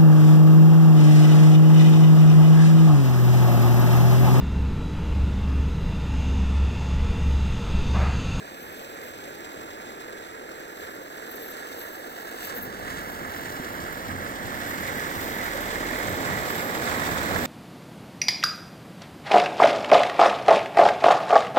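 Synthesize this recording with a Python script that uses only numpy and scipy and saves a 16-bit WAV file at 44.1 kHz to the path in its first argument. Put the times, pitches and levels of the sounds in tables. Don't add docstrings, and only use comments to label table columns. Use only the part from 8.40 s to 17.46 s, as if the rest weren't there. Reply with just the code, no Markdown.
import sys
import numpy as np
from scipy import signal
from scipy.fft import rfft, irfft
from scipy.io import wavfile
from scipy.ndimage import uniform_filter1d, map_coordinates

SR = 44100
rng = np.random.default_rng(int(sys.argv[2]) if len(sys.argv) > 2 else 0)


def to_wav(sig):
    pcm = np.clip(np.atleast_2d(sig), -1, 1) * 32767
    pcm = np.round(pcm).astype(np.int16)
    wavfile.write(sys.argv[1], SR, pcm.T)


N = 399546

# time_s, rate_hz
CLEAT_RATE = [(0, 40.1), (1.5, 42.4), (3.3, 42.8), (4.4, 44.8), (5.6, 44.6), (7.2, 40), (9.06, 40.4)]
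# freq_hz, gain_db
RUMBLE_SPECTRUM = [(20, -42), (40, -26), (60, -3), (85, 3.5), (130, 1.5), (205, 2), (262, 5), (320, -5),
                   (430, -38)]
# time_s, far_db
RUMBLE_LEVEL = [(0, -53.5), (1.2, -56), (2.1, -64), (3.9, -72), (4.2, -47.5), (5.05, -50), (6.7, -47),
                (7.2, -49.5), (9.06, -47.5)]
# middle_s, length_s, swell_db
JOLTS = [(2.53, .25, 7), (4.84, 0.092, 4.5), (5.42, 0.062, 7), (5.75, 0.13, 8.5), (6.06, 0.035, 7),
         (6.44, 0.18, 4.5), (7.7, 0.13, 7.5), (7.95, 0.13, 8.5), (8.75, 0.095, 6), (8.97, 0.096, 5)]
# freq_hz, gain_db
RATTLE_SPECTRUM = [(100, -20), (200, -9), (270, -1), (340, 1), (400, -2.5), (490, -0.5), (750, -1.5),
                   (1000, -6.5), (1400, -9), (2400, -46)]
# time_s, far_db
RATTLE_LEVEL = [(0, -45.5), (1.1, -43), (2.3, -46), (3.2, -44.5), (3.8, -45), (4.7, -43), (6.8, -44),
                (7.95, -42), (8.2, -44), (8.5, -43.5), (9.06, -44)]
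# time_s, far_db
HUM_LEVEL = [(0, -75), (.8, -80), (1.5, -69), (3.1, -90), (4.55, -57), (5.1, -68), (5.5, -58), (6.4, -64.5),
             (7.5, -54), (8.15, -74), (9.06, -66)]
# freq_hz, gain_db
CRUNCH_SPECTRUM = [(600, -25.5), (1100, -3), (1500, -1.5), (1680, -2.5), (1850, -1.5), (2150, -5),
                   (2550, -15.5), (3400, -28.5)]
# freq_hz, gain_db
SPRAY_SPECTRUM = [(1500, -3.5), (2500, 1.5), (3000, -1.5), (3600, 1.5), (4600, -3), (5300, -4),
                  (6800, -5.5), (7900, -0.5), (8800, -11.5), (9600, -16.5), (11000, -12), (16000, -12.5)]
# time_s, crunch_gain_db, spray_gain_db
SNOW_EFFORT = [(0, -3, 1), (.3, -1.5, 2.5), (2, -1, -1.5), (3.7, -2.5, -0.8), (4.8, 0.5, -1.5),
               (5.8, 1.5, -0.5), (6.4, 4, 3), (7.6, 1.7, 3), (8.15, 2, 2.2), (8.5, 2, 2), (9.06, 1.5, 1.5)]
# middle_s, length_s, swell_db
HARD_PATCHES = [(2.44, 0.077, 4), (3.18, 0.59, 3), (4.06, 0.2, 6.5), (4.487, 0.017, 3.5), (4.55, 0.17, 4.5),
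                (5.05, 0.7, 2.5), (8.49, 0.13, 2.5), (8.66, 0.055, 1.5)]
# time_s, pitch_hz, far_db
BELT_BOOM = [(0, 419, -51), (.6, 470, -46.5), (1.1, 359.6, -48), (1.8, 446.6, -48.5), (2.9, 454.2, -48.5),
             (3.6, 474.7, -51.5), (5, 470, -57.5), (6.8, 492, -52.5), (7.5, 502.2, -53), (9.06, 477, -56.5)]
# time_s, far_db
SPROCKET_WHINE = [(0, -53), (2.2, -57.5), (3.6, -53), (4.6, -52.5), (5.7, -54), (6.5, -52), (9.06, -54)]
# freq_hz, gain_db
RUB_SPECTRUM = [(9000, -16), (11400, -1), (12400, 1), (13200, 16), (14000, 8), (14800, 11.5), (16000, 6.5)]
# time_s, far_db
RUB_LEVEL = [(0, -58), (.4, -53.5), (1.9, -64.5), (2.7, -58.5), (3.7, -53), (4.5, -57), (5.2, -55),
             (5.9, -58), (6.4, -53.5), (9.06, -57)]
# middle_s, length_s, level_db, lower_hz, upper_hz
SQUEALS = [(.27, 0.15, -56, 11900, 13400), (2.44, 0.27, -57.5, 12300, 14400),
           (2.92, 0.075, -49, 12800, 14600), (3.07, 0.081, -47, 12500, 14600),
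           (3.42, 0.067, -46.5, 12600, 14470), (3.58, .08, -56, 12650, 14550),
           (4.06, 0.051, -41, 12800, 15280), (4.18, 0.039, -44, 12750, 15300),
           (4.245, 0.029, -43, 12750, 15300), (6.29, 0.15, -48, 12600, 14750),
           (6.45, 0.052, -44.5, 12590, 15000), (6.61, .06, -44.5, 12660, 15140),
           (6.82, .09, -42, 12650, 14800), (7.22, 0.17, -52, 12810, 14330), (8.15, 0.13, -47, 12840, 15100)]
# middle_s, length_s, level_db
CLATTERS = [(4.49, 0.034, -42), (5.08, .12, -51), (6.31, 0.05, -46), (6.47, 0.063, -37.5),
            (6.62, 0.057, -45), (7, 0.092, -41), (7.55, 0.36, -39), (7.98, 0.12, -40)]
# start_s, level_db
RIDGES = [(5.199, -27.5)]
# pitch_hz, t60_s, gain_db
SUSPENSION_MODES = [(255, .09, 0), (170, .08, -9), (95, .1, -14)]
# time_s, lag_ms
RIGHT_MIC_LAG = [(0, .485), (1.4, .51), (2.6, .503), (3.7, .48), (6.2, .385), (9.06, .285)]
# freq_hz, share_db
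SCATTER_SHARE = [(60, -2.2), (140, -2.5), (250, -18.5), (600, -21), (1500, -15), (2450, -7), (3000, -6.5),
                 (8000, -16.5), (13000, -4)]
# freq_hz, left_minus_right_db
PORT_BALANCE = [(60, -0.5), (130, -0.5), (400, -0.5), (750, -1.5), (1300, -6), (1800, -7.5), (2150, -4),
                (2800, 4.5), (3600, -3.5), (5000, 2.5), (7900, -3), (9600, 6.5), (12500, 9), (15400, -5)]
# time_s, centre_gain
PORT_GAIN = [(0, 2.3), (1.8, 1.8), (2.5, 0.8), (3.6, 0.14), (5, -0.57), (7, -1.1)]

CLOSING_PER_S = 0.085
PATCH_SHARE = 0.5
TIME_S = np.arange(N) / SR
BIN_HZ = np.maximum(np.fft.rfftfreq(N, 1 / SR), 1)


def undb(db):
    return 10 ** (np.asarray(db) / 20)


def curve(rows, column=1):
    rows = np.array(rows)
    return np.interp(TIME_S, rows[:, 0], rows[:, column])


def colour(spectrum):
    hz, db = np.transpose(spectrum)
    return undb(np.interp(np.log(BIN_HZ), np.log(hz), db))


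def shaped(x, spectrum):
    y = irfft(rfft(x) * colour(spectrum), N)
    return y / y.std(axis=-1, keepdims=True)


def walk(rate_hz):
    hold = int(SR / rate_hz)
    steps = np.repeat(rng.standard_normal(N // hold + 1), hold)[:N]
    y = uniform_filter1d(steps, hold)
    return y / y.std()


def grains(per_s, spread_db, paths=6):
    count = int(per_s * N / SR)
    chance = rng.standard_normal((count, 2, paths))
    starts = rng.integers(0, N, (paths, count))
    sizes = np.sign(chance[:, 0]) * undb(spread_db * np.clip(chance[:, 1], -3, 3))
    return np.array([np.bincount(at, size, N) for at, size in zip(starts, sizes.T)])


def fits(per_s, decay_s):
    jumps = (rng.random(N) < per_s / SR) * rng.exponential(1, N)
    power = signal.lfilter([1], [1, -np.exp(-1 / (decay_s * SR))], jumps)
    return power / power.mean()


def swells(rows):
    return sum(db * .5 ** ((2 * (TIME_S - middle) / length) ** 2) for middle, length, db in rows)


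def bursts(rows):
    return sum(undb(db) * .5 ** (2 * ((TIME_S - middle) / length) ** 2)
               for middle, length, db, *_ in rows)


def resonance(hz, width_hz):
    pole = np.exp(-np.pi * np.sqrt(2) * width_hz / SR)
    slow = signal.lfilter([1], np.poly([pole, pole]), rng.standard_normal((2, N)))
    phase = 2 * np.pi * np.cumsum(hz * np.ones(N)) / SR
    y = slow[0] * np.cos(phase) + slow[1] * np.sin(phase)
    return y / y.std()


def delayed(x, ms):
    return map_coordinates(x, [np.arange(N) - ms * SR / 1000], order=3)


def minimum_phase(gain):
    log_gain = np.log(np.concatenate([gain, gain[-2:0:-1]]))
    return np.exp(np.conj(signal.hilbert(log_gain))[:len(gain)])


def running_gear(cleat_phase, jolt_top_hz=190):
    thuds = shaped(grains(per_s=2500, spread_db=3.4), RUMBLE_SPECTRUM)
    deep = irfft(rfft(thuds) / (1 + (BIN_HZ / jolt_top_hz) ** 6), N)
    jolts = deep * (undb(swells(JOLTS)) - 1)
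    rumble = (thuds + jolts) * undb(curve(RUMBLE_LEVEL) + 0.3 * walk(9.6))
    ticks = grains(per_s=2400, spread_db=3.85) * (1 + 0.1 * np.cos(cleat_phase))
    rattle = shaped(ticks, RATTLE_SPECTRUM) * undb(curve(RATTLE_LEVEL) - 0.05 * walk(5))
    return rumble + rattle


def cleat_hum(cleat_phase, octave_far_db=-76, sway_db=2):
    fundamental = np.sin(cleat_phase) * undb(curve(HUM_LEVEL))
    octave = np.sin(2 * cleat_phase) * undb(octave_far_db + sway_db * walk(6))
    return np.sqrt(2) * (fundamental + octave)


def snow(cleat_phase, crunch_far_db=-46, spray_far_db=-50):
    bite = 1 + 0.057 * np.cos(cleat_phase)
    hard_db = swells(HARD_PATCHES)
    crush = grains(per_s=2200, spread_db=4.8) * bite * np.sqrt(1 + 0.9 * fits(140, decay_s=0.013))
    spray = grains(per_s=4500, spread_db=3.45) * bite * np.sqrt(1 + 0.49 * fits(120, decay_s=0.0061))
    crunch_gain = undb(crunch_far_db + curve(SNOW_EFFORT) + PATCH_SHARE * hard_db)
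    spray_gain = undb(spray_far_db + curve(SNOW_EFFORT, column=2) + hard_db)
    return shaped(crush, CRUNCH_SPECTRUM) * crunch_gain + shaped(spray, SPRAY_SPECTRUM) * spray_gain


def belts_and_sprockets(cleat_phase, throb_db=2, whine_hz=1676):
    boom = resonance(curve(BELT_BOOM), width_hz=150)
    boom *= undb(curve(BELT_BOOM, column=2) + throb_db * walk(13))
    whine = resonance(whine_hz, width_hz=120)
    whine *= undb(curve(SPROCKET_WHINE) + PATCH_SHARE * swells(HARD_PATCHES))
    return (boom + whine) * (1 + 0.22 * np.cos(cleat_phase))


def engine(firing_hz=76.5, far_db=-77, sway_db=6):
    phase = 2 * np.pi * np.cumsum(firing_hz * (1 + 0.016 * walk(2.3))) / SR
    return np.sqrt(2) * np.sin(phase) * undb(far_db + sway_db * walk(5))


def idler_rub(sway_db=1.2):
    slips = grains(per_s=4500, spread_db=3.7) * np.sqrt(1 + 1.4 * fits(160, decay_s=0.0032))
    return shaped(slips, RUB_SPECTRUM) * undb(curve(RUB_LEVEL) + sway_db * walk(15))


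def idler_chirps(per_s=110, length_s=0.006, notes_hz=(12500, 13900, 14700), spread_db=3, under_rub_db=5):
    out = np.zeros(N)
    age = np.arange(int(length_s * SR)) / SR
    for _ in range(int(per_s * N / SR)):
        start, note = rng.integers(N - len(age)), rng.choice(notes_hz)
        detune, glide, strength = np.clip(rng.standard_normal(3), -2, 2)
        hz = note * (1 + 0.014 * (detune + glide * (age / length_s - .5)))
        squeak = np.hanning(len(age)) * np.sin(2 * np.pi * np.cumsum(hz) / SR)
        out[start:start + len(age)] += undb(spread_db * strength) * squeak
    return out / out.std() * undb(curve(RUB_LEVEL) - under_rub_db)


def idler_squeals(upper_db=-3, flutter_db=4, stray=0.0088):
    lower = resonance(curve(SQUEALS, column=3) * (1 + stray * walk(70)), width_hz=300)
    upper = resonance(curve(SQUEALS, column=4) * (1 + stray * walk(70)), width_hz=300)
    flutter = undb(flutter_db * walk(90))
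    flutter /= np.sqrt(np.mean(flutter ** 2))
    return (lower + undb(upper_db) * upper) * bursts(SQUEALS) * flutter


def sprocket_clatter(cleat_phase):
    return resonance(hz=1975, width_hz=290) * (1 + 0.55 * np.cos(cleat_phase)) * bursts(CLATTERS)


def ridge_thump():
    out = np.zeros(N)
    for start_s, level_db in RIDGES:
        age = np.clip(TIME_S - start_s, 0, 1)
        for hz, t60_s, gain_db in SUSPENSION_MODES:
            out += undb(level_db + gain_db - 60 * age / t60_s) * np.sin(2 * np.pi * hz * age)
    return out


def scene(fan_ms=0.004, fan_growth_ms=0.02):
    cleat_hz = curve(CLEAT_RATE) * (1 + 0.0087 * walk(5.04))
    cleat_phase = 2 * np.pi * np.cumsum(cleat_hz) / SR
    nearness = 1 / (1 - CLOSING_PER_S * TIME_S)
    paths = (running_gear(cleat_phase) + snow(cleat_phase) + idler_rub()) * nearness
    tracks, scattered = np.split(paths, [4])
    lag_ms = curve(RIGHT_MIC_LAG)
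    gap_ms = fan_ms + fan_growth_ms * (nearness - 1)
    places = np.linspace(-1.5, 1.5, 4)
    right = sum(delayed(track, lag_ms + place * gap_ms) for track, place in zip(tracks, places))
    direct = np.array([tracks.sum(axis=0), right]) / 2
    diffuse = np.minimum(colour(SCATTER_SHARE), 1)
    wide = irfft(rfft(direct) * np.sqrt(1 - diffuse ** 2) + rfft(scattered) * diffuse, N)
    point = (engine() + cleat_hum(cleat_phase) + belts_and_sprockets(cleat_phase) + idler_chirps())
    point = point * nearness + sprocket_clatter(cleat_phase) + ridge_thump() + idler_squeals()
    return wide + np.array([point, delayed(point, lag_ms)])


def record(dry, port_hz=2600, port_width_hz=320, lean_db=1.14, lean_db_per_s=-0.35, top_hz=15800):
    port = minimum_phase(np.sqrt(colour(PORT_BALANCE)))
    left, right = irfft(rfft(dry) * np.array([port, 1 / port]), N)
    port_band = 1 / (1 + 1j * (BIN_HZ - port_hz ** 2 / BIN_HZ) / port_width_hz)
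    right = right + irfft(rfft(right) * port_band, N) * (curve(PORT_GAIN) - 1)
    pan = undb((lean_db + lean_db_per_s * TIME_S) / 2)
    top_cut = signal.ellip(10, .2, 80, top_hz, fs=SR, output="sos")
    return signal.sosfilt(top_cut, np.array([left * pan, right / pan]))


dry = scene()
out = record(dry)
to_wav(out)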